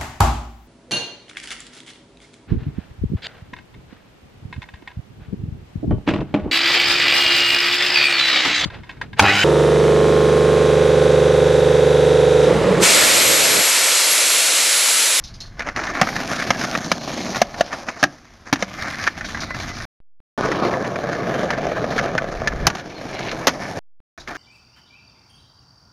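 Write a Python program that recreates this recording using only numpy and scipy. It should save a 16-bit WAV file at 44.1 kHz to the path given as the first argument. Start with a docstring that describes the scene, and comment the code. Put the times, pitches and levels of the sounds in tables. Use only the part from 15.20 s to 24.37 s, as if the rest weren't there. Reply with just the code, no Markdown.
"""A skateboard rolls down a garden path, over pavement joints, pops off the kerb and lands on asphalt; after a
silence it rolls up again, hops onto a wooden ledge, rides along it and drops off; a third run is just begun.
Rolling is crushed grit coloured by the ground; blows ring the modes of deck, trucks and loose hardware.
Wheels scuff, squeal and rasp, a bearing whistles. Dull outdoor echoes, a quiet street and wind on the
microphone surround it."""
import sys
import numpy as np
from scipy import signal
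from scipy.fft import rfft, irfft, next_fast_len
from scipy.io import wavfile
from scipy.ndimage import uniform_filter1d

SR = 44100
rng = np.random.default_rng(int(sys.argv[2]) if len(sys.argv) > 2 else 0)


def wrap_up_sound(samples):
    """Save the sound to the file named by the first command line argument, as 16-bit audio."""
    columns = np.atleast_2d(samples).T
    # keep every value between -1 and 1, then stretch to whole-number steps
    tamed = np.clip(columns, -1, 1)
    steps = np.round(tamed * 32767).astype(np.int16)
    wavfile.write(sys.argv[1], SR, steps)


N = 404397
TIME = np.arange(N) / SR
RING = np.arange(SR // 4) / SR  # time axis of one blow [s]

# Colour of the rolling on each kind of ground: (frequency [Hz], level [dB])
PATH = [(60, -21), (130, -8.5), (230, -7), (320, 1), (450, -9), (680, 0), (930, -8), (1280, -1), (1650, 4),
        (2050, -3), (2800, -14.5), (4000, -16.5), (6000, -17.5)]
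# Paving slabs: (frequency [Hz], level [dB])
SLABS = [(60, -19), (130, -3), (230, 1.5), (320, -4), (450, -11), (680, -3), (930, -15), (1280, -11),
         (1650, -10), (2050, -13.5), (2800, -11), (4000, -12.5), (6000, -11)]
# Edge of the pavement: (frequency [Hz], level [dB])
KERB = [(60, -16), (130, -6), (240, -4), (430, -10), (540, -2), (730, 0), (950, -8), (1250, -7), (1850, -5),
        (2200, -9), (3300, -14), (6000, -13.5)]
# Asphalt: (frequency [Hz], level [dB])
ASPHALT = [(60, 6), (130, 0.5), (230, 1.5), (320, -2), (450, -12.5), (680, -3), (930, -10), (1280, -1),
           (1650, 0.5), (2050, -3), (2800, -12), (4000, -13), (6000, -13)]
# Garden ground at the start of the second run: (frequency [Hz], level [dB])
GARDEN = [(60, -17.5), (130, -1), (230, -1.5), (320, 1.5), (450, 0), (680, -2), (930, -6.5), (1200, -1.5),
          (1650, -7), (2050, -15.5), (2800, -17.5), (4000, -20), (6000, -22.5)]
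# Ground on the way up to the ledge: (frequency [Hz], level [dB])
RUN_UP = [(60, -23), (130, 3.5), (230, 0.5), (320, -0.5), (450, 1.5), (680, 3.5), (930, -12), (1280, -4.5),
          (1650, -5.5), (2050, -15.5), (2800, -24), (4000, -28.5), (6000, -29.5)]
# Wooden ledge: (frequency [Hz], level [dB])
LEDGE = [(60, -14.5), (130, -1), (230, -3), (320, -1), (450, -4), (680, -2), (930, -11), (1280, -10),
         (1650, -9), (2050, -16), (2800, -17.5), (4000, -20), (6000, -18)]
# Road below the ledge: (frequency [Hz], level [dB])
ROAD = [(60, -15), (130, -2), (270, -2), (390, -7), (680, 0), (930, -10), (1300, -10), (1770, -11),
        (2570, -19), (4000, -21), (6000, -19)]

# Ways the board is struck, all with the columns (deck thud [dB], hollow knock [dB], truck clack [dB],
# chatter [s], deck pitch [factor], ring length [factor], truck note [Hz], truck note [dB],
# delay of second contact [s], second contact [dB re first]); thud, knock and clack levels precede strike()'s gains.
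# A pair of wheels drops into a joint, the deck weighed down
JOINT = (-6, -1, -2, .0035, .72, 1.15, 1250, -8, .004, -7)
# A raised edge, hit squarely
SLAB_EDGE = (-15, -1, -13, .004, .75, .95, 1000, -16, .003, -13)
# A rounded hump gives a short, dead knock
BUMP = (-11, 0, -11, .002, .8, .55, 1250, -13, .006, -14)
# A stone or a hard tap rattles a truck
STONE = (-15, -13, -1, .004, .8, 1, 1800, -7, .006, -11)
# Tail and wheels slap down in quick turn; the freed deck rings on
POP = (-7.5, -3.5, -2, .003, 1.03, 2.1, 1630, -2, .0097, 2)
# One truck lands, then the other
LANDING = (-7, -2, -2, .006, .97, 1.1, 1330, -7, .0075, -4.5)
# The rider's full weight bends the deck
HEAVY_LANDING = (1, -5, -1.5, .004, 1, .9, 1200, -7, .0075, -5)
# The board comes down flat on the ledge's hard rim
LEDGE_SLAP = (-1, -10, -2, .0045, .55, 1.2, 1550, -5, .003, -11)
# A wheel snags or suddenly grips, and mostly the truck clacks
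CATCH = (-20, -18, -2, .004, 1, 1.2, 1720, -2, .005, -8)

# Blows to the board: (time [s], strength [dB], crack of the contact [dB re strength], hollow knock [Hz], way)
KNOCKS = [(0.394, -29, -7, 630, STONE), (0.405, -25, -16, 685, STONE), (0.421, -30, -14, 700, STONE),
          (0.487, -24, -15, 700, STONE), (0.562, -26, -8, 780, STONE), (0.573, -26, -14, 720, STONE),
          (0.592, -25, -18, 775, STONE), (0.638, -27, -10, 720, STONE), (0.67, -28, -10, 720, STONE),
          (0.814, -12.5, -7.5, 760, JOINT), (0.83, -23, -15, 764, JOINT), (0.8711, -28, -8, 690, JOINT),
          (0.9637, -26, -5, 730, STONE), (1.223, -25, -13, 700, STONE), (1.3047, -17, -5.5, 700, JOINT),
          (1.412, -26, -6, 700, STONE), (1.444, -26, -11, 700, STONE), (1.5513, -19, -13, 610, STONE),
          (1.7163, -19, -1.5, 670, JOINT), (2.146, -30, -9, 580, STONE), (2.158, -26, -6, 700, STONE),
          (2.2165, -9.5, -11, 715, SLAB_EDGE), (2.343, -34, -10, 700, STONE),
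          (2.4085, -9.5, -15, 690, SLAB_EDGE), (2.529, -26, -12, 700, STONE), (2.688, -27, -11, 700, STONE),
          (2.8284, -14.5, -8, 778, POP), (3.3277, -18.5, -2, 800, HEAVY_LANDING),
          (3.358, -32, -5, 790, STONE), (3.4245, -21.5, -8, 657, JOINT), (3.8684, -23, -11, 850, CATCH),
          (3.875, -17, -12, 680, CATCH), (4.0095, -28, -13, 706, STONE), (4.045, -31, -14, 700, STONE),
          (4.088, -33, -14, 700, STONE), (4.1467, -27, -20, 730, STONE), (4.173, -28, -16, 720, STONE),
          (4.306, -27, -20, 584, STONE), (4.346, -30, -10, 700, STONE), (4.401, -30, -7, 775, STONE),
          (4.601, -33, -12, 700, STONE), (5.287, -22, -20, 530, BUMP), (5.3164, -23, -12, 630, STONE),
          (5.451, -22, -22, 583, BUMP), (5.538, -26, -18, 650, STONE), (5.758, -28, -16, 650, STONE),
          (5.839, -26, -20, 620, BUMP), (6.155, -25, -20, 650, BUMP), (6.233, -24, -20, 600, BUMP),
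          (6.3047, -21, -10, 640, STONE), (6.384, -25, -20, 650, BUMP), (6.468, -20.5, -20, 690, BUMP),
          (6.518, -25, -20, 600, BUMP), (6.642, -20, -25, 620, BUMP), (6.78, -22, -11, 616, CATCH),
          (6.789, -20, -14, 700, CATCH), (6.795, -25, -15, 700, JOINT), (6.812, -25, -20, 600, BUMP),
          (6.841, -24, -16, 680, BUMP), (6.951, -26, -16, 620, BUMP), (6.9795, -17, -16, 710, CATCH),
          (7.0202, -23.5, -24, 643, BUMP), (7.042, -25, -22, 640, BUMP), (7.218, -24, -22, 650, BUMP),
          (7.274, -19.5, -8, 500, CATCH), (7.4685, -23.5, 9, 660, LEDGE_SLAP), (7.501, -26, -9, 686, STONE),
          (7.551, -31, -5, 760, JOINT), (7.569, -38, -7, 700, STONE), (7.583, -38, -5, 700, STONE),
          (7.596, -42, 0, 700, STONE), (7.813, -31, -22, 590, BUMP), (7.991, -33, -5, 700, CATCH),
          (8.115, -31, -5, 700, CATCH), (8.131, -29, -20, 560, BUMP), (8.2702, -18, 2, 600, LANDING),
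          (8.283, -21, -7, 580, BUMP), (8.292, -27, -5, 600, STONE), (9.075, -33, -12, 660, STONE)]
# Mean modes of wheels, trucks and tail: (frequency [Hz], level [dB], t60 [s])
TRUCKS = [(1100, -3, 0.021), (1213, 2.5, 0.017), (1440, -5, 0.077), (1587, 0.5, 0.034), (1757, 3, 0.048),
          (2000, 2.5, 0.027), (2248, 2.5, 0.02), (2660, -8, .025)]
# Mean modes of loose washers and bearings: (frequency [Hz], level [dB], t60 [s])
HARDWARE = [(3620, -7.5, .1), (4155, 5, 0.033), (4670, -10, .16), (4720, -5.5, 0.031), (5390, 0, 0.063),
            (6020, -11, .1), (6680, -7, .07)]
# Treble response of the microphone, with its notch: (frequency [Hz], level [dB])
MICROPHONE = [(6200, -2), (7000, -10.5), (7500, -17.5), (7950, -34.5), (8400, -21.5), (9500, -18.5),
              (12500, -23.5), (15000, -36.5)]
# Silences between the runs: (start [s], end [s])
CUTS = [(4.653, 5.177), (8.591, 8.977)]

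DIP_ABOVE_DB = -24  # blows stronger than this make the rolling and the echoes dip


def undb(db):
    """Decibels to gain."""
    return 10 ** (np.asarray(db) / 20)


def unit(x):
    """Scale to rms 1."""
    return x / np.sqrt(np.mean(x ** 2) + 1e-18)


def blow(x, db):
    """Scale a blow so that its energy equals 20 ms at this level."""
    return x * undb(db) * np.sqrt(SR / 50 / np.sum(x ** 2))


def curve(table):
    """Join (time, level) points by straight lines."""
    return np.interp(TIME, *np.transpose(table))


def add(track, s, x):
    """Mix a sound into the track at time s."""
    start = max(int(s * SR), 0)
    track[start:start + len(x)] += x[:N - start]


def through(x, response):
    """Pass a sound through an impulse response."""
    return signal.fftconvolve(x, response)[:len(x)]


def colour(x, points, size=4096):
    """Minimum-phase filter of the given (Hz, dB) shape, made by folding its cepstrum into positive time."""
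    hz, db = np.transpose(points)
    bins_hz = np.arange(size // 2 + 1) * SR / size
    shape = np.interp(np.log(bins_hz + 1), np.log(hz), db)
    cepstrum = irfft(np.log(undb(shape)))
    cepstrum[1:size // 2] *= 2
    cepstrum[size // 2 + 1:] = 0
    return through(x, irfft(np.exp(rfft(cepstrum))))


def band(x, lo_hz, hi_hz, order=4):
    """Butterworth band-pass."""
    return signal.sosfilt(signal.butter(order, [lo_hz, hi_hz], "band", fs=SR, output="sos"), x)


def walk(rate):
    """Smooth random wandering of rms 1, with this many random knots a second."""
    knots = rng.standard_normal(5000)
    path = np.interp(TIME * rate, np.arange(len(knots)), knots)
    return unit(uniform_filter1d(path, int(SR / rate / 2)))


def ring(modes, scatter_db=5.5, detune=0.017):
    """Decaying modes; each contact point weights and detunes them a little."""
    hz, db, t60 = np.transpose(modes)[:, :, None]
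    pitch, weight, sign = rng.standard_normal((3, len(modes), 1))
    waves = np.sign(sign) * np.sin(2 * np.pi * hz * (1 + detune * pitch) * RING)
    decay = np.exp(-np.log(1000) * RING / t60)
    return np.sum(undb(db + scatter_db * weight) * waves * decay, axis=0)


def contact(chatter_s, share):
    """A push, then chatter of the parts against each other that builds quickly and dies."""
    envelope = np.exp(-RING / chatter_s) * (1 - np.exp(-RING / (0.13 * chatter_s)))
    push = share * rng.standard_normal(len(RING)) * envelope / np.sqrt(np.sum(envelope ** 2))
    push[0] += 1
    return push


def grit(rate, spread_db):
    """Grains crushed under the wheels, rate per second: many small ones, a few large."""
    size_db = spread_db * np.minimum(rng.exponential(size=N), 5)
    grains = rng.random(N) < rate / SR
    return unit(grains * undb(size_db) * rng.standard_normal(N))


def singing(modes, count=5):
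    """Grit rings these modes; as the rider's weight shifts, different tunings come and go."""
    out = np.zeros(N)
    for _ in range(count):
        tuning = unit(through(grit(700, 2.5), ring(modes, detune=.06)))
        out += undb(4 * walk(9)) * tuning
    return unit(out)


def dips():
    """Decibels by which the rolling sinks after each hard blow before it swells back."""
    share, recovery_s = .5, .08
    db = np.zeros(N)
    for s, strength_db, *_ in KNOCKS:
        depth_db = share * max(strength_db - DIP_ABOVE_DB, 0)
        add(db, s, depth_db * np.exp(-TIME[:SR] / recovery_s))
    return db


def roll_gain():
    """Strength of the rolling as speed and distance change; each run has its own curve."""
    # Level before the dips, first run: (time [s], level [dB])
    first_run = [(0.37, -50.5), (0.39, -40), (0.545, -43), (0.6, -29.5), (0.9, -27), (1.5, -24.5),
                 (1.6, -30), (1.82, -30.5), (1.94, -27), (2.17, -29), (2.26, -34), (2.32, -35), (2.39, -31),
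                 (2.44, -34), (2.6, -35.5), (2.74, -41), (2.83, -41), (2.93, -44), (3.0, -53), (3.3, -51),
                 (3.36, -37.5), (3.52, -37), (3.62, -29.5), (3.87, -28), (3.92, -37), (4.1, -32),
                 (4.6, -33.5)]
    # Second run, onto the ledge and off: (time [s], level [dB])
    second_run = [(5.17, -22.5), (5.5, -22.5), (5.62, -26), (5.9, -26), (6.08, -22.5), (6.42, -26.5),
                  (6.75, -23), (7.1, -29.5), (7.45, -30), (7.53, -35), (7.7, -38.5), (7.85, -33.5),
                  (8.12, -31), (8.35, -30), (8.59, -28.5)]
    # Last run: (time [s], level [dB])
    last_run = [(8.98, -39), (9.03, -49), (9.065, -54), (9.085, -32)]
    run = sum(TIME > start for start, _ in CUTS)
    db = np.choose(run, [curve(table) for table in (first_run, second_run, last_run)])
    return undb(db - dips())


def air(wind_gain_db=-2.7, gust_db=0.8, street_db=-48.5):
    """Wind buffets the microphone in low, gusting noise over the steadier noise of a quiet street."""
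    # Wind strength before wind_gain_db and gusts: (time [s], level [dB])
    wind_curve = [(0, -32.5), (0.7, -37), (1.8, -44), (2.4, -42), (2.7, -47), (3.1, -52), (4.2, -36.5),
                  (4.6, -33), (5.3, -36), (5.8, -45), (6.4, -35), (7.05, -35), (7.2, -27), (7.45, -21.5),
                  (7.56, -48), (8.2, -35), (8.35, -43)]
    # Colour of the wind: (frequency [Hz], level [dB])
    wind_colour = [(12, -10), (25, -0.5), (55, -1.5), (100, -5), (180, -11.5), (400, -37.5), (1500, -58.5)]
    # Colour of the street: (frequency [Hz], level [dB])
    street_colour = [(60, -9), (250, 1), (450, -6.5), (750, -9), (1500, -11), (2500, -15), (6000, -15.5),
                     (14000, -13)]
    wind_db = curve(wind_curve) + wind_gain_db + gust_db * walk(7.4)
    wind = unit(colour(rng.standard_normal(N), wind_colour)) * undb(wind_db)
    street = unit(colour(rng.standard_normal(N), street_colour)) * undb(street_db + walk(3))
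    return wind + street


def houses(x, echo_db=-28, delay_s=0.019, dull_hz=450, t60=.22):
    """Faint, dull scatter from hedges and house fronts: a decaying noise tail that fades in after a short gap."""
    t = TIME[:SR]
    fade_in = np.clip(t / delay_s - .5, 0, 1)
    tail = band(rng.standard_normal(SR), 120, dull_hz, order=1) * np.exp(-np.log(1000) * t / t60) * fade_in
    return undb(echo_db) * through(x, tail / np.sqrt(np.sum(tail ** 2)))


def squeals(rough_db=3):
    """Wheels squeal and a bearing whistles faintly, in short, unsteady tones."""
    # Squeals and whistles: (time [s], length [s], start pitch [Hz], end pitch [Hz], level [dB],
    # waver [share of pitch])
    tones = [(1.12, .12, 1400, 1330, -29, .035), (1.43, .12, 1470, 1400, -29, .03),
             (1.54, .04, 1830, 1810, -25, .01), (1.61, .2, 4250, 4000, -36, .06),
             (1.87, .14, 6450, 6600, -34, .035), (2.03, .11, 6700, 6350, -36, .035),
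             (3.727, 0.038, 1920, 1940, -28.5, .018), (4.272, 0.1, 1965, 2060, -27.5, .008),
             (4.467, 0.085, 2040, 1960, -31, .014), (7.745, .055, 4280, 4000, -40, .03),
             (7.975, .035, 2000, 2060, -32, .02)]
    out, wobble = np.zeros(N), walk(200)
    roughness = unit(undb(rough_db * walk(150)))
    for s, length_s, start_hz, end_hz, db, waver in tones:
        on = (TIME >= s) & (TIME < s + length_s)
        progress = (TIME[on] - s) / length_s
        hz = (start_hz + (end_hz - start_hz) * progress) * (1 + waver * wobble[on])
        tone = np.sin(2 * np.pi * np.cumsum(hz) / SR)
        out[on] += undb(db) * np.sin(np.pi * progress) * roughness[on] * tone
    return out


def scrub(rasp_db=-2.5, ring_db=-8, drift=.05, catch_db=3.5):
    """Dense little slips rasp along the ledge, catching and letting go; their rings slide as the grip changes."""
    # Strength of the scrubbing: (time [s], level [dB])
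    strength = [(7.56, -46), (7.68, -47), (7.725, -41), (7.78, -38), (7.83, -43), (7.9, -39), (7.965, -34),
                (7.995, -28), (8.015, -35), (8.07, -30), (8.115, -25), (8.13, -38), (8.17, -55)]
    # Colour of the rasp: (frequency [Hz], level [dB])
    rasp_colour = [(1200, -18), (2200, 4), (2900, -4), (3500, -6), (4200, -2.5), (5000, -12), (9000, -28)]
    # Mean pitches of the sliding rings, balance between them: (frequency [Hz], level [dB])
    ring_tones = [(1500, -2), (2250, 0), (2950, -5), (3500, -9), (4150, -7)]
    on = (TIME > strength[0][0]) & (TIME < strength[-1][0])
    rings = np.zeros(N)
    for hz, db in ring_tones:
        phase = 2 * np.pi * np.cumsum(hz * (1 + drift * walk(14))) / SR
        rings += undb(db) * walk(130) * np.sin(phase)
    rasp = unit(colour(grit(1500, 2.4), rasp_colour))
    catching = unit(undb(catch_db * walk(170)))
    return on * (undb(rasp_db) * rasp + undb(ring_db) * unit(rings)) * undb(curve(strength)) * catching


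def scuffs(rate=2500, spread_db=2.2, ring_share=.15):
    """A wheel shoved sideways grinds over the grit in a short swell."""
    # Swells: (peak time [s], half length [s], level [dB], hiss [dB re the rasp])
    swells = [(0.48, .022, -22, -16), (0.587, .022, -22.5, -10), (0.65, .018, -24, -8),
              (0.703, .016, -24, -8), (0.79, .025, -23, -13), (1.122, .022, -23, -8),
              (2.533, .02, -25, -10), (2.69, .016, -23, -9), (2.772, .01, -33, -9), (2.81, .018, -33, 1),
              (3.283, .02, -31.5, -7), (3.42, .03, -31, -2), (3.595, .012, -29, -11),
              (3.665, .035, -26, -10), (3.845, .025, -29, -3), (5.255, .02, -24, -11),
              (5.655, .015, -24, -18), (5.93, .01, -26, -7), (6.725, .012, -24, -14),
              (7.125, .012, -30, -7)]
    # Colour of the rasp: (frequency [Hz], level [dB])
    rasp_colour = [(80, -14), (280, 2), (450, -5), (690, 3), (950, -3), (1300, 0), (1900, -1), (2800, -11),
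                   (6000, -28)]
    slips = grit(rate, spread_db)
    rasp = unit(colour(slips + ring_share * singing(TRUCKS), rasp_colour))
    hiss = unit(band(slips, 2800, 9000, order=2))
    out = np.zeros(N)
    for s, half_s, db, hiss_db in swells:
        on = np.abs(TIME - s) < 3 * half_s
        swell = np.exp(-((TIME[on] - s) / half_s) ** 2)
        out[on] += undb(db) * swell * (rasp[on] + undb(hiss_db) * hiss[on])
    return out


def jingles(chatter_s=0.022, tick_db=0, count=7):
    """Several loose metal parts chatter and ring briefly."""
    # Jingles of the hardware: (time [s], level [dB])
    moments = [(0.039, -35), (.073, -41), (.14, -42), (.204, -32), (.26, -45), (1.641, -33), (4.048, -33),
               (4.204, -29), (4.41, -35), (8.978, -46.5), (8.998, -41)]
    out = np.zeros(N)
    for s, db in moments:
        metal = np.zeros(len(RING))
        for _ in range(count):
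            metal += through(contact(chatter_s, 1.5), ring(HARDWARE, detune=0.06) * np.exp(-RING / .012))
        ticks = band(contact(chatter_s, 5.5), 3300, 12000, order=2)
        add(out, s, blow(metal, db) + blow(ticks, db + tick_db))
    return out


def woody(hz, ring_length, lower_ratio=.77, lower_db=-3, upper_t60=.028, lower_t60=.02, rise_s=.0004):
    """The note of a knock: two close modes start against each other, so it swells briefly and rings out clean."""
    decay = np.log(1000) * RING / ring_length  # ring_length stretches both t60s
    upper = np.sin(2 * np.pi * hz * RING) * np.exp(-decay / upper_t60)
    lower = np.sin(2 * np.pi * lower_ratio * hz * RING) * np.exp(-decay / lower_t60)
    return (upper - undb(lower_db) * lower) * (1 - np.exp(-RING / rise_s))


def strike(db, crack_db, hollow_hz, way, thud_gain_db=1, hollow_gain_db=0.5, clack_gain_db=1, crack_gain_db=6.5,
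           metal_db=-6, loud_db=-20, splatter_db=4.5, rattle_db=-4, rattle_s=.011):
    """The deck thuds, the gap below it knocks, the trucks clack and ring, the contact cracks and rattles out."""
    # Mean bending modes of the wooden deck: (frequency [Hz], level [dB], t60 [s]), scaled by the way of striking
    deck_modes = [(129, -16.5, .08), (172, -12, 0.063), (236, -4.5, 0.04), (284, 2, 0.065),
                  (335, -4.5, 0.046)]
    # Colour of a hard contact on concrete: (frequency [Hz], level [dB])
    crack_colour = [(300, -11.5), (900, 0), (2000, -3.5), (3000, -5.5), (4200, -10), (6000, -6.5),
                    (14000, -12)]
    thud_db, hollow_db, clack_db, chatter_s, deck_pitch, ring_length, note_hz, note_db = way[:8]
    note_length = np.sqrt(ring_length)

    deck = ring(np.array(deck_modes) * [deck_pitch, 1, ring_length], scatter_db=2)
    thud = band(through(contact(chatter_s, 0.22), deck), 95, 4000, order=2)
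    hollow = through(contact(chatter_s, 0.06), woody(hollow_hz, note_length))
    clack = through(contact(chatter_s, 1.0), ring(TRUCKS, detune=.04) * np.exp(-RING / .012))
    note = through(contact(chatter_s, .4), woody(note_hz, note_length, lower_db=-9))
    body = blow(thud, thud_db + thud_gain_db) + blow(hollow, hollow_db + hollow_gain_db)
    body += blow(clack, clack_db + clack_gain_db) + blow(note, note_db)

    crack = colour(contact(chatter_s, 5), crack_colour)
    rattle = colour(contact(rattle_s, 9), crack_colour)
    metal = ring(HARDWARE, detune=.04) * np.exp(-RING / 0.0077)
    # the loudest blows overload and splatter: the top octave grows faster than the rest, up to a limit
    splatter = band(contact(chatter_s, 5), 12000, 16500, order=3)
    splatter_boost_db = min(2 * (db + crack_db - loud_db), 6)
    edge = blow(crack, crack_gain_db) + blow(rattle, rattle_db) + blow(metal, metal_db)
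    edge += blow(splatter, splatter_db + splatter_boost_db)
    return undb(db) * (body + undb(crack_db) * edge)


def pebbles(tick_db=-13, crack_db=-8, spread_db=2.5, knock_hz=700, count=60):
    """Small stones tick under the wheels at random, following the strength of the rolling."""
    out = np.zeros(N)
    for place, size in rng.random((count, 2)):
        level_db = tick_db + spread_db * (2 * size - 1)
        # struck as hard as DIP_ABOVE_DB for its timbre, then brought to its level
        tick = strike(DIP_ABOVE_DB, crack_db, knock_hz, STONE) * undb(level_db - DIP_ABOVE_DB)
        add(out, place * TIME[-1], tick)
    return out * roll_gain()


def knocks():
    """Joints, stones, pops and landings; each blow has a second contact a moment later."""
    out = np.zeros(N)
    for s, db, crack_db, hollow_hz, way in KNOCKS:
        lag_s, second_db = way[-2:]
        add(out, s, strike(db, crack_db, hollow_hz, way))
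        add(out, s + lag_s, strike(db + second_db, crack_db, hollow_hz, way))
    return out


def crunches(rate=220, spread_db=1.4, decay_s=.003, ring_share=.6):
    """Coarse grains burst under the wheels, each rattling the trucks for a few milliseconds."""
    burst = np.exp(-RING / decay_s) * (1 - np.exp(-4 * RING / decay_s))
    bursts = through(np.abs(grit(rate, spread_db)), burst)
    return unit(bursts * (rng.standard_normal(N) + ring_share * singing(TRUCKS)))


def patchy(x, depth_db, rate):
    """The ground changes under the wheels: each third of an octave swells and fades by itself, least in the roar."""
    size = next_fast_len(N)
    bins_hz = np.arange(size // 2 + 1) * SR / size
    place = 3 * np.log2(np.maximum(bins_hz, 400) / 400)  # thirds of an octave above 400 Hz
    spectrum = rfft(x, size)
    out = np.zeros(N)
    for k in range(17):
        part = irfft(spectrum * np.maximum(1 - np.abs(place - k), 0), size)[:N]
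        out += part * undb(depth_db * min((k + 1) / 6, 1) * walk(rate))
    return out


def rolling(roar_gain_db=1.5, clatter_gain_db=-1.5, hiss_gain_db=1.2, bump_db=2.1, flutter_db=0.8, sand=0.7,
            ring_share=0.33, rattle_share=.12, deck_follow=.4, tick_share=.55):
    """Grit shakes the board; uneven ground loads and unloads the wheels, which the heavy deck evens out."""
    # The ground sets colour and balance: (start [s], ground colour, deck roar [dB], truck clatter [dB],
    # grit hiss [dB], coarse grit [share]); levels before the gains and the strength of the rolling
    stretches = [(0, PATH, -4.5, -2.5, -11, .8), (.82, SLABS, -4, -3, -9.5, .8),
                 (1.56, SLABS, -1, -6.5, -7, .65), (2.13, KERB, -2.5, -5, -7.8, .55),
                 (2.95, ASPHALT, -3, -4, -8, .6), (3.58, ASPHALT, -8, -1, -8.5, .75),
                 (3.9, ASPHALT, -3, -4.5, -7.5, .6), (4.9, GARDEN, -.3, -5.5, -15.5, .5),
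                 (5.57, RUN_UP, -.8, -6.5, -15, .25), (7.47, LEDGE, -1, -5, -14, .2),
                 (8.27, ROAD, -1.5, -5.5, -11.5, .3), (8.8, PATH, -5.5, -2, -12, .4)]
    starts = [row[0] for row in stretches]
    load = unit(undb(bump_db * walk(55)))
    coarse = np.array([row[-1] for row in stretches])[np.searchsorted(starts[1:], TIME)]

    shake = grit(rate=1400, spread_db=2.5) + sand * rng.standard_normal(N) + coarse * crunches()
    ticks = unit(band(grit(rate=110, spread_db=3), 1800, 14000, order=2))  # single grains crack
    shake = (shake + tick_share * coarse * ticks) / np.sqrt(1 + sand ** 2 + coarse ** 2)
    shake = shake + ring_share * singing(TRUCKS) + rattle_share * singing(HARDWARE)
    shake = patchy(shake, depth_db=1.9, rate=11)

    # deck roar, truck clatter, grit hiss: (low edge [Hz], high edge [Hz], gain [dB])
    parts = [(60, 1010, roar_gain_db), (950, 2480, clatter_gain_db), (2800, 16000, hiss_gain_db)]
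    loads = [unit(load ** deck_follow), load, load]
    gains = [weight * undb(db + flutter_db * walk(28)) for weight, (_, _, db) in zip(loads, parts)]
    out = np.zeros(N)
    for (start, ground, *balance_db, _), end in zip(stretches, starts[1:] + [np.inf]):
        on = (TIME >= start) & (TIME < end)
        sound = colour(shake[on], ground)
        for (lo_hz, hi_hz, _), gain, db in zip(parts, gains, balance_db):
            part = band(sound, lo_hz, hi_hz)
            # each part is levelled by its strength after the microphone's treble response
            out[on] += undb(db) * gain[on] * part / colour(part, MICROPHONE).std()
    return out * roll_gain()


def scene():
    """The board and its surroundings, alike in both channels; the echoes dip with the rolling."""
    board = rolling() + knocks() + pebbles() + scuffs() + jingles() + squeals() + scrub()
    echoes = houses(board) * undb(-dips())
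    return np.tile(board + echoes + air(), (2, 1))


def record(dry):
    """The microphone notches the treble and clips peaks; silences hold only soft thumps; the top is cut."""
    # Level steps up and back, a soft thump at each edge: (start [s], end [s])
    steps = [(4.803, 5.003), (8.591, 8.803)]
    step_db, top_hz = -42, 15400
    sound = np.clip([colour(channel, MICROPHONE) for channel in dry], -1, 1)
    for start, end in CUTS:
        sound = sound * ((TIME < start) | (TIME >= end))
    for start, end in steps:
        raised = 1. * ((TIME > start) & (TIME < end))
        sound = sound + undb(step_db) * uniform_filter1d(raised, size=7)
    return signal.sosfilt(signal.ellip(8, .2, 85, top_hz, fs=SR, output="sos"), sound)


dry = scene()
out = record(dry)
wrap_up_sound(out)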